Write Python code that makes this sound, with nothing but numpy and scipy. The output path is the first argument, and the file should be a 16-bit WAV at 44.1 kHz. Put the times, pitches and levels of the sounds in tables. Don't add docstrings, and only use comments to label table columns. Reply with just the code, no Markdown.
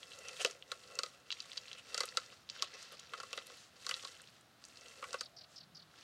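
import sys
import numpy as np
from scipy import signal
from scipy.fft import rfft, irfft, next_fast_len
from scipy.io import wavfile
from scipy.ndimage import map_coordinates

SR = 44100
rng = np.random.default_rng(int(sys.argv[2]) if len(sys.argv) > 2 else 0)


def persist_wave(psi):
    counts = np.round(np.clip(psi, -1, 1) * 32767).astype(np.int16)
    wavfile.write(sys.argv[1], SR, np.atleast_2d(counts).T)


N = 265923
TIME = np.arange(N) / SR
HIT = np.arange(6000) / SR

# (frequency [Hz], gain [dB])
HUSH_SPECTRUM = [(25, -27), (42, -30), (65, -6.5), (120, -0.5), (165, -3), (220, -4.5), (360, -7),
                 (480, -10), (700, -5), (950, -11.5), (1300, -6), (2300, -13.5), (4000, -12), (7000, -21.5),
                 (16000, -29.5)]
# (time [s], relative level [dB], growth per note [dB])
BIRD_RATTLES = [(5.184, -56, 2.5), (5.364, -57, 1.5), (5.558, -55, 0), (5.747, -57.5, 1)]
# (delay [s], length [s], start pitch [Hz], end pitch [Hz], relative level [dB])
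RATTLE_NOTES = [(0, 0.017, 5310, 4540, 3), (.019, 0.0142, 5230, 4490, 3.5), (.044, .016, 4900, 3890, -0.5),
                (.071, 0.0136, 4680, 3880, -4)]
# (frequency [Hz], relative level [dB], t60 [s])
JUICER_MODES = [(398, -6.5, 0.065), (499.5, 1.5, 0.05), (567, -2, 0.041), (677, -3, 0.018),
                (1109, 0, 0.046), (1254, -3, 0.074), (1363.5, 0.5, 0.046), (1510, -9, 0.068),
                (1820, -5.5, 0.0058), (2004, -1.5, 0.064), (2680, 4, 0.037), (2971, -2.5, 0.053),
                (3100, -5, 0.053), (3320, -6.5, 0.076), (3894, -5.5, 0.06), (4094, 0.5, 0.022),
                (4437, -1, 0.032), (4710, -6, 0.056), (5590, -1.5, 0.041), (6200, -2.5, 0.051),
                (6800, -11.5, 0.14), (8190, -32, 0.045)]
# (start [s], hardest push [s], end [s], squelch [dB], swell at the push [dB], friction [dB], fizz [dB])
HAND_TURNS = [(0.0, 0.428, 0.51, -62, 11, -67.5, -68), (0.718, 1.025, 1.097, -63.5, 3.5, -68.5, -69),
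              (1.317, 1.483, 1.76, -61, 4, -74, -71.5), (1.879, 2.04, 2.33, -61, 7, -71.5, -70),
              (2.544, 2.61, 3.02, -58.5, 4, -71.5, -77), (3.146, 3.36, 3.54, -60.5, 2.5, -69.5, -69.5),
              (3.822, 3.945, 4.123, -58.5, 5.5, -71.5, -64.5), (4.18, 4.253, 4.37, -68, 1, -79, -78),
              (4.654, 4.927, 5, -67, 7, -75.5, -72.5), (5.06, 5.12, 5.18, -63, 3.5, -66.5, -68.5),
              (5.972, 6.0, 6.03, -63, 1.5, -89, -75)]
# (middle [s], half length [s], level [dB], centre [Hz])
PEEL_GLIDES = [(2.822, .05, -55.5, 4800), (3.605, 0.074, -60, 6900), (5.54, 0.051, -65, 7160)]
# (middle [s], half length [s], rasp [dB], rasp centre [Hz], bowl hum [dB])
PEEL_RUBS = [(0.291, 0.0091, -47.5, 2700, -61), (0.411, 0.012, -40, 2850, -46.5),
             (0.422, 0.013, -42, 6270, -54.5), (0.472, 0.0076, -54, 6500, -48),
             (1.79, 0.017, -53, 2860, -71), (2.643, 0.0083, -49.5, 3000, -56),
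             (2.936, 0.018, -57.5, 1100, -61.5), (5.145, 0.0051, -49, 1300, -46.5)]
# (frequency [Hz], gain [dB])
RASP_SPECTRUM = [(500, -69), (1200, 9.5), (2200, 4), (2750, 10), (4300, 4), (6300, 2), (9000, 0.5),
                 (15000, -26)]
BOWL_SPECTRUM = [(200, -72), (330, -2), (410, 3.5), (520, 8), (680, 6), (900, -11), (1500, -74)]
PULP_SPECTRUM = [(600, -20), (900, -12.5), (1200, -5.5), (1900, -1), (2300, -6), (2750, -1), (3400, -2),
                 (4600, 0), (5600, -4.5), (8500, -9.5), (10000, -17), (12000, -22), (16000, -44)]
# (time [s], relative level [dB], pitch [Hz])
LOUD_POPS = [(0.0305, -52, 3300), (0.118, -55.5, 3300), (0.1338, -58, 3800), (0.1886, -57, 6700),
             (0.2846, -49.5, 5800), (0.4612, -42, 5000), (0.5107, -52.5, 6000), (0.6244, -53.5, 3130),
             (0.9542, -55, 6600), (1.3045, -42, 3270), (1.3167, -44, 4300), (1.3249, -41, 4100),
             (1.4036, -44.5, 4560), (1.5173, -51, 3740), (1.5728, -48, 4200), (1.5764, -41.5, 4200),
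             (1.6817, -55, 3850), (1.7148, -51.5, 2920), (1.7304, -51.5, 3700), (2.0886, -50, 4500),
             (2.4908, -52, 4080), (2.4992, -45, 4800), (2.9937, -57, 3600), (3.388, -51.5, 3830),
             (3.9413, -40.5, 3960), (4.0736, -53, 3870), (4.2178, -62, 8400), (4.6402, -56.5, 4800),
             (4.6516, -57, 6500), (4.772, -58, 4640), (4.8107, -60.5, 5510), (4.86, -59.5, 3160)]
# (time [s], bowl [dB], strainer [dB], strainer centre [Hz], crack [dB], crack centre [Hz])
REAMER_KNOCKS = [(0.4478, -36.5, -41, 1420, -30.5, 2880), (0.7173, -54, -44.5, 1450, -42, 4160),
                 (0.9893, -49.5, -43, 1330, -36.5, 4530), (1.034, -52, -45.5, 1310, -40, 4400),
                 (1.0618, -64, -58, 1280, -53.5, 4010), (1.945, -51.5, -47.5, 1500, -39.5, 4650),
                 (1.9778, -52, -44.5, 1444, -39.5, 5020), (2.0053, -48, -40.5, 1410, -35.5, 4455),
                 (2.0343, -49, -46, 1360, -45.5, 3580), (2.1717, -48.5, -36.5, 1334, -33, 4400),
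                 (2.6233, -59, -42, 1100, -34.5, 4350), (3.1358, -61, -43, 1440, -49.5, 3400),
                 (3.2011, -57, -47.5, 1110, -51, 4640), (3.2322, -58.5, -49.5, 1230, -56, 4720),
                 (3.33, -53.5, -51.5, 1250, -43.5, 2720), (3.376, -50, -45.5, 1470, -46, 3600),
                 (3.866, -59.5, -48.5, 1470, -42.5, 4370), (3.892, -61, -45, 1510, -41, 4760),
                 (3.9108, -59, -44, 1980, -40.5, 2920), (4.0501, -62, -51.5, 1250, -47.5, 4200),
                 (5.0257, -55, -44.5, 1300, -54.5, 2670), (5.0407, -75, -47, 1170, -50, 2330),
                 (5.1302, -66, -51.5, 1360, -48.5, 5200), (5.1425, -48.5, -40, 1220, -50, 2800),
                 (5.2094, -59, -49, 1490, -42, 4840)]
# (bowl [dB], strainer [dB], strainer centre [Hz], crack [dB], crack centre [Hz])
SLIP_BALANCE = (-5, 0.5, 1250, -1, 3400)


def amp(db):
    return 10 ** (np.asarray(db) / 20)


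def unit(x):
    return x / np.sqrt(np.mean(x ** 2) + 1e-20)


def blow(x):
    return x / np.sqrt(np.sum(x ** 2) / (SR / 50) + 1e-20)


def add(track, s, x):
    i = max(round(s * SR), 0)
    track[i:i + len(x)] += x[:max(len(track) - i, 0)]


def colour(x, points):
    m = 2 * next_fast_len(len(x) // 2 + 2048)
    hz, db = np.transpose(points)
    gain = amp(np.interp(np.log(np.fft.rfftfreq(m, 1 / SR) + 1), np.log(hz), db))
    cepstrum = irfft(np.log(gain + 1e-6), m)
    cepstrum[1:m // 2] *= 2
    cepstrum[m // 2 + 1:] = 0
    return irfft(rfft(x, m) * np.exp(rfft(cepstrum)), m)[:len(x)]


def favour(x, hz, skirt_db):
    return colour(x, [(hz / 2, -skirt_db), (hz / 2 ** .5, -skirt_db * 0.71), (hz, 0),
                      (hz * 2 ** .5, -skirt_db * 0.77), (hz * 2, -skirt_db)])


def band(x, lo_hz, hi_hz, order=2):
    edges = [lo_hz, min(hi_hz, SR / 2 - 100)]
    return signal.sosfilt(signal.butter(order, edges, 'band', fs=SR, output='sos'), x)


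def wobble(rate):
    return map_coordinates(rng.standard_normal(int(N * rate / SR) + 4), [TIME * rate])


def hump(t, middle, half):
    return np.exp(-((t - middle) / half) ** 2)


def fade(t60):
    return np.exp(-np.log(1000) * HIT / t60)


def burst(t60, tail_db, tail_t60):
    return rng.standard_normal(len(HIT)) * (fade(t60) + amp(tail_db) * fade(tail_t60))


def scattered(x, wet_db, t60):
    tail = rng.standard_normal(len(HIT)) * fade(t60) * (1 - np.exp(-HIT / 0.0025))
    return x + amp(wet_db) * signal.fftconvolve(x, tail / np.linalg.norm(tail))[:N]


def hush():
    swell = amp(-70) * hump(TIME, 5.72, 0.15) * unit(band(rng.standard_normal(N), 124, 210, order=3))
    rustle = amp(-73) * hump(TIME, 5.33, 0.32) * unit(band(rng.standard_normal(N), 576, 724))
    air = amp(-66.5 + 0.14 * wobble(4.4)) * unit(colour(rng.standard_normal(N), HUSH_SPECTRUM))
    return air + swell + rustle


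def bird(rough_hz=450, flutter_hz=800):
    out = np.zeros(N)
    for s, db, growth_db in BIRD_RATTLES:
        for k, (delay, length, start_hz, end_hz, note_db) in enumerate(RATTLE_NOTES):
            progress = np.minimum(HIT / length, 1)
            jitter, shimmer = [unit(band(n, 115, flutter_hz)) for n in rng.standard_normal((2, len(HIT)))]
            hz = start_hz + (end_hz - start_hz) * progress + rough_hz * jitter
            envelope = np.abs(np.sin(np.pi * progress)) ** .5 * (1 + 0.31 * shimmer)
            note = envelope * np.sin(2 * np.pi * np.cumsum(hz) / SR)
            add(out, s + delay, amp(db + note_db + k * growth_db + 2.5) * note)
    return out


def turning(grip_db_per_s=220, release_db_per_s=139, push_half_s=0.081):
    friction, squelch, fizz = np.zeros((3, N))
    for start, push, end, squelch_db, swell_db, friction_db, fizz_db in HAND_TURNS:
        before, after = np.maximum(start - TIME, 0), np.maximum(TIME - end, 0)
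        hold_db = -grip_db_per_s * before - release_db_per_s * after
        push_db = swell_db / (1 + ((TIME - push) / push_half_s) ** 2)
        effort = amp(hold_db + push_db)
        friction += amp(friction_db + hold_db + 0.89 * push_db)
        squelch += amp(squelch_db) * effort
        fizz += amp(fizz_db) * effort
    return friction, squelch, fizz


def by_chance(squelch, rate, over_db, spread_db):
    timing, size = rng.random((int(rate * N / SR), 2)).T
    s = (np.arange(len(timing)) + timing) / rate
    level_db = 20 * np.log10(squelch[np.minimum(s * SR, N - 1).astype(int)] + 1e-9)
    return np.column_stack([s, level_db + over_db + spread_db * np.sqrt(3) * (2 * size - 1)])


def ring(lo_hz, hi_hz, scatter_db, detune=0.00605):
    hz, db, t60 = np.transpose([mode for mode in JUICER_MODES if lo_hz <= mode[0] < hi_hz])[:, :, None]
    size, shift = rng.standard_normal((2, len(hz), 1))
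    sign = (-1) ** np.arange(len(hz))[:, None]
    phase = 2 * np.pi * hz * (1 + detune * shift) * HIT
    modes = sign * amp(db + scatter_db * size) * fade(t60) * np.cos(phase)
    return unit(band(modes.sum(axis=0), lo_hz, hi_hz))


def crackle(rate, spread_db, smooth):
    sizes = amp(spread_db * np.minimum(rng.standard_normal(N), 2.6))
    grains = (rng.random(N) < rate / SR) * sizes * rng.choice([-1, 1], N)
    return unit(grains) + smooth * rng.standard_normal(N)


def glides():
    out = np.zeros(N)
    for middle, half, db, hz in PEEL_GLIDES:
        swish = colour(crackle(rate=3000, spread_db=5, smooth=1.2), PULP_SPECTRUM)
        out += amp(db) * hump(TIME, middle, half) * unit(favour(swish, hz, skirt_db=5.5))
    return out


def rubs():
    out = np.zeros(N)
    for middle, half, rasp_db, rasp_hz, bowl_db in PEEL_RUBS:
        slips = rng.standard_normal(len(HIT)) * amp(3.9 * rng.standard_normal(len(HIT)))
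        rasp = amp(rasp_db) * unit(favour(colour(slips, RASP_SPECTRUM), rasp_hz, skirt_db=10.5))
        hum = amp(bowl_db) * unit(colour(slips, BOWL_SPECTRUM))
        add(out, middle - HIT.mean(), hump(HIT, HIT.mean(), half) * (rasp + hum))
    return out


def beads(rate, centre_hz, spread_db):
    pitch, size = np.hsplit(rng.standard_normal((int(rate * N / SR), 2)), 2)
    starts = rng.integers(0, N, len(pitch))
    cycles = np.minimum(centre_hz * np.exp(.4 * pitch), 11000) * HIT[:200]
    envelopes = amp(spread_db * np.minimum(size, 2)) * cycles * np.exp(-cycles / 1.1)
    grains = envelopes * np.sin(2 * np.pi * cycles)
    samples = starts[:, None] + np.arange(cycles.shape[1])
    return unit(np.bincount(samples.ravel(), grains.ravel(), N)[:N])


def crunches(rate=24, decay_s=0.0055):
    starts = (rng.random(N) < rate / SR) * rng.random(N)
    return unit(1 + amp(2) * signal.fftconvolve(starts, np.exp(-HIT / decay_s))[:N])


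def pulp(friction, squelch, fizz, catch_db=4.5, catch_rate=16):
    friction = friction * amp(catch_db * wobble(catch_rate))
    clumps = crunches() * amp(0.8 * wobble(90) + 1.13 * wobble(catch_rate))
    fine = crackle(rate=1500, spread_db=4, smooth=0.4)
    coarse = crackle(rate=90, spread_db=2.5, smooth=0)
    tears = clumps * (fine + 0.58 * coarse)
    sprays = clumps * crackle(rate=1300, spread_db=4, smooth=0.82)
    drag = tears + 0.9 * clumps * rng.standard_normal(N)
    registers_hz = [(310, 1000), (950, 2800), (2300, 2900), (2800, 9500)]
    bowl, strainer, rim, ribs = [unit(signal.fftconvolve(drag, ring(lo, hi, scatter_db=-2))[:N])
                                 for lo, hi in registers_hz]
    flesh = unit(band(colour(tears, PULP_SPECTRUM), 430, 6300, order=3))
    wet = unit(flesh + .4 * ribs + .6 * beads(rate=150, centre_hz=4200, spread_db=4.5))
    mist = unit(band(colour(0.28 * tears + sprays, PULP_SPECTRUM), 6800, 16000, order=3))
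    froth = unit(band(beads(rate=210, centre_hz=6900, spread_db=-3), 5100, 8500, order=3))
    hollow = bowl + amp(-6.5 + catch_db * wobble(catch_rate)) * rim
    plastic = friction * hollow + amp(-3.5) * np.sqrt(friction * squelch) * strainer
    return plastic + squelch * wet + fizz * unit(mist + .5 * froth)


def bubble(hz, decay_cycles):
    cycles = hz * HIT
    return np.sin(2 * np.pi * cycles) * cycles ** 2 * np.exp(-cycles / decay_cycles)


def pops(squelch, usual_hz=4680, spread_octaves=0.52):
    out = np.zeros(N)
    small = [(s, db, usual_hz * 2 ** (spread_octaves * np.clip(rng.standard_normal(), -2, 2)))
             for s, db in by_chance(squelch, rate=8, over_db=0, spread_db=1.5)]
    for s, db, hz in list(LOUD_POPS) + small:
        tail = unit(burst(.015, -18, .05)) + .45 * ring(2300, 10000, scatter_db=2)
        pop = unit(bubble(hz, decay_cycles=0.52)) + 1.05 * unit(favour(tail, hz, skirt_db=12.5))
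        add(out, s, amp(db - 0.5) * blow(band(pop, 1080, min(hz * 1.71, 12000), order=4)))
    return out


def knocks(squelch, edge_db_per_octave=21):
    out = np.zeros(N)
    is_level = np.array([1, 1, 0, 1, 0])
    small = [(s, *(SLIP_BALANCE + db * is_level))
             for s, db in by_chance(squelch, rate=4, over_db=-5, spread_db=2.5)]
    for s, bowl_db, strainer_db, strainer_hz, crack_db, crack_hz in list(REAMER_KNOCKS) + small:
        bowl = ring(273, 890, scatter_db=-0.5) + .5 * unit(band(burst(0.038, -31, 0.11), 250, 910))
        bowl_hz = np.interp(bowl_db, [-58, -37], [620, 415])
        strainer = ring(930, 2400, scatter_db=5) + 0.86 * unit(band(burst(0.048, -22, 0.13), 920, 2970))
        snap = unit(band(signal.unit_impulse(len(HIT)), 3280, 5920))
        ping = unit(np.sin(2 * np.pi * crack_hz * HIT) * fade(0.021))
        ribs = 0.58 * ring(2270, 9400, scatter_db=2) + unit(band(burst(0.013, -19, 0.042), 1670, 6860))
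        crack = ribs + 0.66 * snap + amp(-9.5) * ping
        edge = colour(burst(0.0079, 2, 0.034),
                      [(4500, -41), (6500, 15.5), (8500, 10.5), (10000, -2.5), (12000, -12), (15500, -22)])
        edge_db = crack_db - 11 + edge_db_per_octave * np.log2(crack_hz / 4480)
        add(out, s, amp(bowl_db - 0.5) * blow(favour(bowl, bowl_hz, skirt_db=5.5)))
        add(out, s, amp(strainer_db - 0.9) * blow(favour(strainer, strainer_hz, skirt_db=9.5)))
        add(out, s, amp(crack_db - 0.7) * blow(favour(crack, crack_hz, skirt_db=13)))
        add(out, s, amp(edge_db) * blow(edge))
    return out


def scene():
    friction, squelch, fizz = turning()
    contacts = scattered(knocks(squelch) + pops(squelch) + rubs(), wet_db=-19, t60=0.11)
    juicer = contacts + pulp(friction, squelch, fizz) + glides()
    return (juicer + scattered(bird(), wet_db=-7, t60=0.04) + hush())[None]


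def record(dry):
    top_hz = 15900
    m = next_fast_len(N + SR // 2)
    return irfft(rfft(dry, m) * (np.fft.rfftfreq(m, 1 / SR) < top_hz), m)[..., :N]


dry = scene()
out = record(dry)
persist_wave(out)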